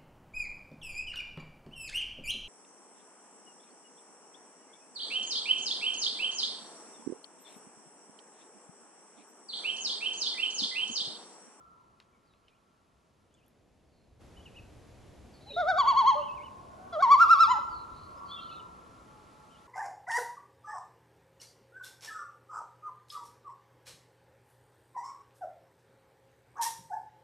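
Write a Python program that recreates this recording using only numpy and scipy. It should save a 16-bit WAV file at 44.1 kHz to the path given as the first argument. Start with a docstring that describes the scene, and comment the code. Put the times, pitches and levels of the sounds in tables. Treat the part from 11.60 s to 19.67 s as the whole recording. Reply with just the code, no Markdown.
"""The far echo of an earlier loon call dies away over faint hiss and rumble, shaped from noise, on a forest lake.
Twigs tick (noise bursts) and songbirds whistle (gliding or warbling sines with short scatter from the trees).
From 2.6 s the background noise is abruptly louder; then a loon gives two quavering tremolo calls.
Its voice, a harmonic series whose pitch, level and overtones swing together, breaks between registers.
Soft hoots and far wails surround it; a long wash and a late echo return by convolution with scattered noise."""
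import sys
import numpy as np
from scipy import signal
from scipy.fft import rfft, irfft, next_fast_len
from scipy.io import wavfile

SR = 44100
rng = np.random.default_rng(int(sys.argv[2]) if len(sys.argv) > 2 else 0)


def wav_record(signal):
    """Record a signal, one row per channel, as 16-bit PCM in the file named by sys.argv[1]."""
    frames = np.transpose(np.atleast_2d(signal))
    bounded = np.clip(frames, -1, 1)
    # unit amplitude maps onto the largest positive 16-bit level
    quanta = np.round(bounded * 32767).astype(np.int16)
    wavfile.write(sys.argv[1], SR, quanta)


N = 355887
TIME = np.arange(N) / SR

# Harmonic spectra of the loon's registers: level/dB of harmonics 1, 2, 3, ..
LOW_TONE = [2, -2, -26, -46, -22, -31, -34, -39.5, -43, -43]
MIDDLE_TONE = [0.5, -23.5, -12, -11.5, -37.5, -29, -47, -68, -55, -59]
PRESSED_TONE = [4.5, -21.5, -28, -26, -35.5, -38, -46.5, -75, -70, -73.5]
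HIGH_TONE = [-3.3, -33.5, -31, -31.5, -45, -48.5, -64, -53, -52.5]
FALL_TONE = [1.5, -19.5, -22, -26, -35, -41, -28.5, -50]
# Loon notes, one per register; start and end values describe the crests of pitch, dips the troughs
# (a negative level dip makes the trough louder):
# start t/s, end t/s, start f/Hz, end f/Hz, pitch dip/share, start level/dB, end level/dB, level dip/dB,
# overtones at start/dB, overtones at end/dB, overtone dip/dB, harmonic spectrum (which adds to the levels)
LOON = [(3.962, 4.186, 714, 792, .205, -24.5, -25.5, 7.5, -3, 12, 40, LOW_TONE),
        (4.181, 4.553, 1154, 1078, .22, -17.3, -15.3, 11, -7, -13, 26, MIDDLE_TONE),
        (4.548, 4.630, 602, 598, .06, -30, -33, 9, -35, -35, 8, LOW_TONE),
        (5.324, 5.420, 680, 790, .185, -39, -28, -3, 14, 10, 45, LOW_TONE),
        (5.421, 5.566, 1118, 1168, .19, -18.3, -13.5, 11, 3, 2.5, 16, PRESSED_TONE),
        (5.574, 5.874, 1402, 1348, .2, -7, -10, 15, -11, 8.5, 1, HIGH_TONE),
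        (5.872, 5.990, 1034, 1005, .18, -19.5, -23, 14, 3, -4, 4, FALL_TONE)]
# First crest of each call: t/s
CALL_CRESTS_S = [3.998, 5.329]
QUAVER_HZ = 10.2   # crests per second, running on through the breaks of register
CREST_BREADTH = 1.15   # above 1 level and brightness hold their crest values for longer
LEAD_IN_SHARE = .5   # share of the pitch dip from which a call slides up to its first crest

# Diffuse echo of each shore (near bank, woods all round, far shore), before the lake's tone shaping:
# delay t/s, energy per second at its height/dB, swell/(dB/s), decay/(dB/s)
SHORES = [(.03, 2.5, 600, 56), (.3, -27.5, 100, 6.5), (1.13, -17.5, 120, 75)]
# Reflections from nearby trunks and water, before band-pass: delay t/s, left level/dB, right level/dB
REFLECTIONS = [(0.019, -12.5, -28), (.038, -25, -20)]
# The earlier call's echoes are this call's echoes from 6.85 s onward, at a lower level
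EARLIER_S, EARLIER_DB = 6.85, -13.5

# Soft hoots and far wails of loons, before flutter and scatter:
# t/s, length/s, start f/Hz, end f/Hz, level/dB
HOOTS = [(3.855, .056, 760, 920, -53), (3.895, .042, 600, 530, -50), (3.925, .052, 440, 408, -47.5),
         (5.98, .022, 588, 560, -44), (7.40, .27, 866, 846, -58), (7.66, .26, 864, 848, -58.5),
         (7.92, .16, 856, 840, -65)]
# Near songbird phrases, each a glide with a warble on it, before flutter and scatter:
# t/s, length/s, start f/Hz, end f/Hz, warble/share, warble f/Hz, first crest after start/s, level/dB
PHRASES = [(.525, .045, 2380, 2080, .01, 15, .02, -71.5), (.63, .17, 4600, 3800, .09, 8, .025, -79),
           (.82, .2, 2600, 2950, .15, 8, .04, -77), (1.69, .2, 3000, 3000, .16, 8, .06, -74),
           (2.745, .105, 2700, 3350, .04, 20, .032, -60), (2.852, .034, 3150, 2280, .01, 15, .01, -53),
           (2.938, .075, 2650, 2800, .07, 22, .032, -52.5), (3.853, .165, 4120, 3520, .02, 30, .01, -46),
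           (3.878, .072, 2800, 3100, .17, 12, .075, -55), (4.58, .18, 3000, 2750, .09, 10, .075, -50),
           (4.755, .145, 2450, 2700, .16, 10, .095, -53), (6.555, .05, 5050, 5050, .005, 15, .01, -69),
           (6.68, .125, 3300, 3380, .045, 7, .058, -43), (6.765, .055, 2780, 2740, .015, 15, .058, -52.5),
           (6.8, .2, 3400, 3100, .12, 21, .025, -59), (6.903, .06, 2540, 2690, .01, 15, .01, -53.5),
           (6.99, .022, 3150, 2700, .01, 15, .01, -56), (7.885, .125, 2650, 3450, .08, 14, .037, -65)]
# Fluttering song deeper in the forest, before flutter and scatter:
# t/s, length/s, start f/Hz, end f/Hz, level/dB
FOREST_SONG = [(2.25, .28, 4700, 3800, -85), (3.725, .04, 5000, 4100, -68), (3.805, .025, 3700, 4500, -63),
               (3.89, .15, 4050, 3520, -51.5), (4.21, .12, 3300, 2600, -53), (4.54, .1, 3300, 2720, -59),
               (6.08, .17, 4700, 3850, -64), (6.27, .28, 3850, 4500, -67), (6.65, .07, 4650, 4300, -61),
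               (6.69, .17, 3400, 3200, -54), (6.78, .07, 3450, 4450, -55), (6.86, .15, 4400, 3400, -61)]
# Twig ticks: t/s, peak level/dB, centre f/Hz, bandwidth/octaves
TICKS = [(0.401, -44.5, 1830, 2), (0.425, -63, 4500, 0.54), (.737, -58.5, 2600, 0.68),
         (0.882, -52, 2690, 1), (1.741, -59, 7200, 0.34), (1.863, -60, 11000, 0.77),
         (1.881, -59, 11500, .3)]

# Level of the low wind before its puffs: t/s, level/dB
WIND_DB = [(0, -75), (1.1, -80), (2.58, -67), (2.62, -57.5), (4.3, -57.5), (5, -64), (5.8, -58.5),
           (6.7, -64), (8.07, -69.5)]
# Relative spectrum of the low wind: f/Hz, density level/dB
WIND = [(20, -21), (35, -15.5), (58, -5.5), (90, -8), (130, -13.5), (250, -33), (1000, -75.5)]
GUST_DB, GUST_RATE_HZ = 2.0, 5   # spread and rate of the wind's random puffs
# Level of the rumble: t/s, level/dB
RUMBLE_DB = [(0, -69), (1.2, -72.5), (1.8, -68.5), (2.59, -67), (2.61, -58), (5.0, -56.5), (7.3, -57.5),
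             (8.07, -63)]
# Relative spectrum of the rumble: f/Hz, density level/dB
RUMBLE = [(40, -31.5), (90, -3), (140, -1), (220, -1), (350, -3.3), (520, -5.7), (720, -8.5), (950, -21),
          (1500, -35), (3000, -59.5)]
# Level of the hiss: t/s, level/dB
HISS_DB = [(0, -75.5), (2.59, -75), (2.611, -64.3), (8.07, -64.7)]
# Relative spectrum of the hiss: f/Hz, density level/dB
HISS = [(500, -10.5), (900, -2), (1500, -8), (2500, -10), (4500, -14.5), (7500, -17), (8500, -20.5),
        (11500, -19), (12500, -37)]
# Coherence of the background noise: f/Hz, left-right correlation
LIKENESS = [(30, 0.9), (120, 0.88), (500, 0.57), (2000, 0.88), (7000, .75), (10000, 0.22)]
# Interchannel phase: f/Hz, lead of the left microphone/rad
LEAD = [(600, .6), (1200, .55), (6500, .58), (9000, 1.6)]
CUTOFF_HZ = 12500


def loon():
    """Register breaks: the notes of each call follow one another with leaps of pitch."""
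    out = np.zeros(N)
    for note in LOON:
        add(out, note[0], loon_note(note))
    return out


def loon_note(note, shimmer_db=1.5, bright_hz=3500, bright_lag_s=.003, crack_db=12, rasp_db=-43):
    """Joint modulation: a harmonic voice is high and bright on the crests, and in most notes also loud."""
    jitter, flutter_db = .0026, 1.8   # random spread of pitch (share) and of each overtone (dB)
    break_s, crack_s = .007, .015   # ramp at each end; decay of the rasp's flare
    (start, end, start_hz, end_hz, dip, start_db, end_db, dip_db,
     bright_start_db, bright_end_db, bright_dip_db, tone) = note
    t = np.arange(start, end, 1 / SR)
    size = len(t)

    # 0 on the crests, 1 in the troughs; brightness lags slightly behind
    crest = max(s for s in CALL_CRESTS_S if s < end)
    trough = np.sin(np.pi * QUAVER_HZ * (t - crest)) ** 2
    dull = (np.sin(np.pi * QUAVER_HZ * (t - crest - bright_lag_s)) ** 2) ** CREST_BREADTH

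    dip_share = dip * np.where(t < crest, LEAD_IN_SHARE, 1)
    hz = glide(start_hz, end_hz, size) * (1 - dip_share * trough)
    level_db = glide(start_db, end_db, size) - dip_db * trough ** CREST_BREADTH
    crest_bright = from_db(glide(bright_start_db, bright_end_db, size))
    bright = crest_bright * (1 - dull + dull * from_db(-bright_dip_db / 2)) ** 2

    unsteady_hz = hz * (1 + jitter * drift(100, SR)[:size])
    phase = 2 * np.pi * np.cumsum(unsteady_hz) / SR
    voice = from_db(tone[0]) * np.sin(phase)
    for k, db in enumerate(tone[1:], 2):
        ratio = k * hz.mean() / bright_hz
        reach = min(ratio ** 2, 1 / ratio)   # effort acts most on the overtones around bright_hz
        overtone_gain = from_db(db + flutter_db * drift(60, SR)[:size]) * bright ** reach
        voice += overtone_gain * np.sin(k * phase)

    # a faint rasp of air, pulsed by the voice, flares as each register catches
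    rasp = rms_one(band(rng.standard_normal(SR), 1500, 6500))[:size]
    flare_db = crack_db * np.exp(-(t - start) / crack_s)
    voice += rasp * (1 + np.sin(phase)) * from_db(rasp_db + flare_db)

    # a register starts and stops abruptly
    gate = np.clip(np.minimum(t - start, end - t) / break_s, 0, 1)
    return voice * gate * from_db(level_db + shimmer_db * drift(68, SR)[:size])


def lake_response(treble_db=2.5, treble_loss_db_per_s=55, bass_db=-2.5, bass_gain_db_per_s=5):
    """Diffuse reverberation: lows are wide and last longest; treble is coherent and fades soonest."""
    t = np.arange(3 * SR) / SR
    scatter = rng.standard_normal((5, len(t))) * shore_envelope(t) / np.sqrt(SR)
    bass = band(scatter[:2], 200, 800) * from_db(bass_db + bass_gain_db_per_s * t)
    middle = band(scatter[2:4], 800, 1600)
    treble_gain = from_db(treble_db - treble_loss_db_per_s * t) * np.minimum(t / .025, 1)
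    treble = band(scatter[4], 1700, 12000) * treble_gain
    # near reflections are dull and from the sides: opposite in phase at the two microphones
    near = np.zeros((2, len(t)))
    for delay, left_db, right_db in REFLECTIONS:
        near[:, int(delay * SR)] += from_db([left_db, right_db]) * [1, -1]
    near = band(near + 1e-18, 200, 1700)
    return widen(bass + middle, alike=-.3) + ahead(treble) + near


def shore_envelope(t):
    """Incoherent superposition: the echoes of all shores add up in power."""
    power = 0
    for delay, db, swell, decay in SHORES:
        drop_db = np.maximum(swell * (delay - t), decay * (t - delay))
        power = power + from_db(db - drop_db) ** 2
    return np.sqrt(power)


def earlier_call(echoes):
    """Reverberant decay: an earlier call of the same shape has left only its far echoes."""
    tail = echoes[:, int(EARLIER_S * SR):]
    return np.pad(tail, ((0, 0), (0, N)))[:, :N] * from_db(EARLIER_DB)


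def hoots():
    """Gliding pure tones with forest reverberation: soft hoots and far wails of loons."""
    return in_forest(whistles(HOOTS, waver=.004), wet_db=-8, t60=.6)


def songbirds():
    """Direct-to-scattered ratio: near birds are clear, far ones are blurred by the trees."""
    near = in_forest(warbles(waver=.012), wet_db=-5.5, t60=.25)
    far = in_forest(whistles(FOREST_SONG, waver=.04), wet_db=3, t60=.3)
    return near + far


def warbles(waver):
    """Sinusoidal frequency modulation: whistles whose pitch swings up and down as it slides."""
    out = np.zeros(N)
    for s, length, start_hz, end_hz, swing, rate, crest_s, db in PHRASES:
        t = np.arange(int(length * SR)) / SR
        warble = 1 + swing * np.cos(2 * np.pi * rate * (t - crest_s))
        add(out, s, whistle(glide(start_hz, end_hz, len(t)) * warble, db, waver))
    return out


def whistles(table, waver):
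    """Linear frequency glide: whistles that slide straight from one pitch to another."""
    out = np.zeros(N)
    for s, length, start_hz, end_hz, db in table:
        add(out, s, whistle(glide(start_hz, end_hz, int(length * SR)), db, waver))
    return out


def whistle(hz, db, waver, flutter_db=2.5):
    """Phase is integrated frequency: an unsteady, fluttering pure tone swells and fades along a pitch line."""
    size = len(hz)
    unsteady = 1 + waver * drift(200, SR)[:size]
    swell = np.sin(glide(0, np.pi, size))
    level = from_db(db + flutter_db * drift(50, SR)[:size]) * swell
    return level * np.sin(2 * np.pi * np.cumsum(hz * unsteady) / SR)


def ticks(snap_s=0.0011, tail_s=0.02, tail_db=-17):
    """Band-limited impulse noise with two decays: a dry snap and a short rustling tail."""
    out, t = np.zeros(N), np.arange(SR // 10) / SR
    for s, db, hz, octaves in TICKS:
        decay = np.exp(-t / snap_s) + from_db(tail_db) * np.exp(-t / tail_s)
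        burst = rng.standard_normal(len(t)) * decay
        half_band = 2 ** (octaves / 2)
        edges = np.minimum([hz / half_band, hz * half_band], SR / 2 - 1)
        snap = signal.sosfilt(signal.butter(2, edges, "band", fs=SR, output="sos"), burst)
        add(out, s, from_db(db) * snap / np.abs(snap).max())
    return out


def background():
    """Superposed noise bands: low wind in random puffs, rumble and hiss."""
    puffs = from_db(GUST_DB * drift(GUST_RATE_HZ, N))
    wind = smooth_noise(WIND, WIND_DB) * puffs
    return wind + smooth_noise(RUMBLE, RUMBLE_DB) + smooth_noise(HISS, HISS_DB)


def smooth_noise(spectrum, level_db):
    """Partly coherent random noise, shaped in frequency and then in level over time."""
    size = next_fast_len(N)
    hz = np.arange(size // 2 + 1) * SR / size
    pair = rfft(rng.standard_normal((2, size)))
    noise = widen(pair, at_hz(LIKENESS, hz)) * from_db(at_hz(spectrum, hz))
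    return rms_one(irfft(noise, size)[:, :N]) * from_db(curve(level_db, TIME))


def in_forest(x, wet_db, t60):
    """Exponential reverberation: direct sound plus scatter from trunks and leaves."""
    t = np.arange(SR) / SR
    decaying_noise = rng.standard_normal((1, SR)) * from_db(-60 * t / t60)
    response = rms_one(decaying_noise) / np.sqrt(SR)   # unit energy
    return ahead(x + from_db(wet_db) * convolve(x, response)[0, :N])


def ahead(x):
    """Interchannel phase difference: equally loud in both microphones, the left one leading in phase."""
    size = next_fast_len(len(x))
    lead = at_hz(LEAD, np.arange(size // 2 + 1) * SR / size)
    turn = np.exp(.5j * lead * np.array([[1], [-1]]))
    return irfft(rfft(x, size) * turn, size)[:, :len(x)]


def widen(pair, alike):
    """Sum and difference mixing: two unrelated signals become left and right with a given correlation."""
    c = np.clip(alike, -1, 1)
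    common = np.sqrt(1 + c) * pair[0]
    opposed = np.sqrt(1 - c) * pair[1] * [[1], [-1]]
    return (common + opposed) / np.sqrt(2)


def convolve(x, response):
    """Linear superposition of echoes: play a sound through an impulse response."""
    return signal.fftconvolve(np.atleast_2d(x), response, axes=1)


def drift(rate, size):
    """Low-pass filtered chance: smooth random fluctuation with rms 1."""
    r = np.exp(-2 * np.pi * rate / SR)
    noise = rng.standard_normal(size + SR)
    return rms_one(signal.lfilter([1], [1, -2 * r, r * r], noise)[SR:])   # the first second settles


def band(x, low_hz, high_hz):
    """Frequency selection by a steep band-pass."""
    return signal.sosfilt(signal.butter(4, [low_hz, high_hz], "band", fs=SR, output="sos"), x)


def at_hz(points, hz):
    """Logarithmic frequency axis: read a spectrum between its points."""
    f, value = np.transpose(points)
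    return np.interp(np.log(hz + 1), np.log(f), value)


def curve(rows, t):
    """Linear interpolation in time between (t/s, value) rows."""
    return np.interp(t, *np.transpose(rows))


def glide(start, end, size):
    """Linear change: a straight slide, one value per sample."""
    return np.linspace(start, end, size)


def from_db(db):
    """Logarithmic level: decibels to amplitude gain."""
    return 10 ** (np.asarray(db) / 20)


def rms_one(x):
    """Effective value: scale to rms 1."""
    return x / np.sqrt(np.mean(x ** 2) + 1e-20)


def add(out, start_s, sound):
    """Superposition: mix a short sound in at its time."""
    i = max(round(start_s * SR), 0)
    out[i:i + len(sound)] += sound[:max(N - i, 0)]


def scene():
    """Superposition of loon and lake echoes, hoots, songbirds, twigs and background noise."""
    call = loon()
    echoes = convolve(call, lake_response())
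    loons = ahead(call) + echoes[:, :N] + earlier_call(echoes) + hoots()
    return loons + songbirds() + ticks() + background()


def record(dry):
    """Low-pass filtering: the top is cut steeply."""
    return signal.sosfilt(signal.ellip(10, .1, 80, CUTOFF_HZ, fs=SR, output="sos"), dry)


dry = scene()
out = record(dry)
wav_record(out)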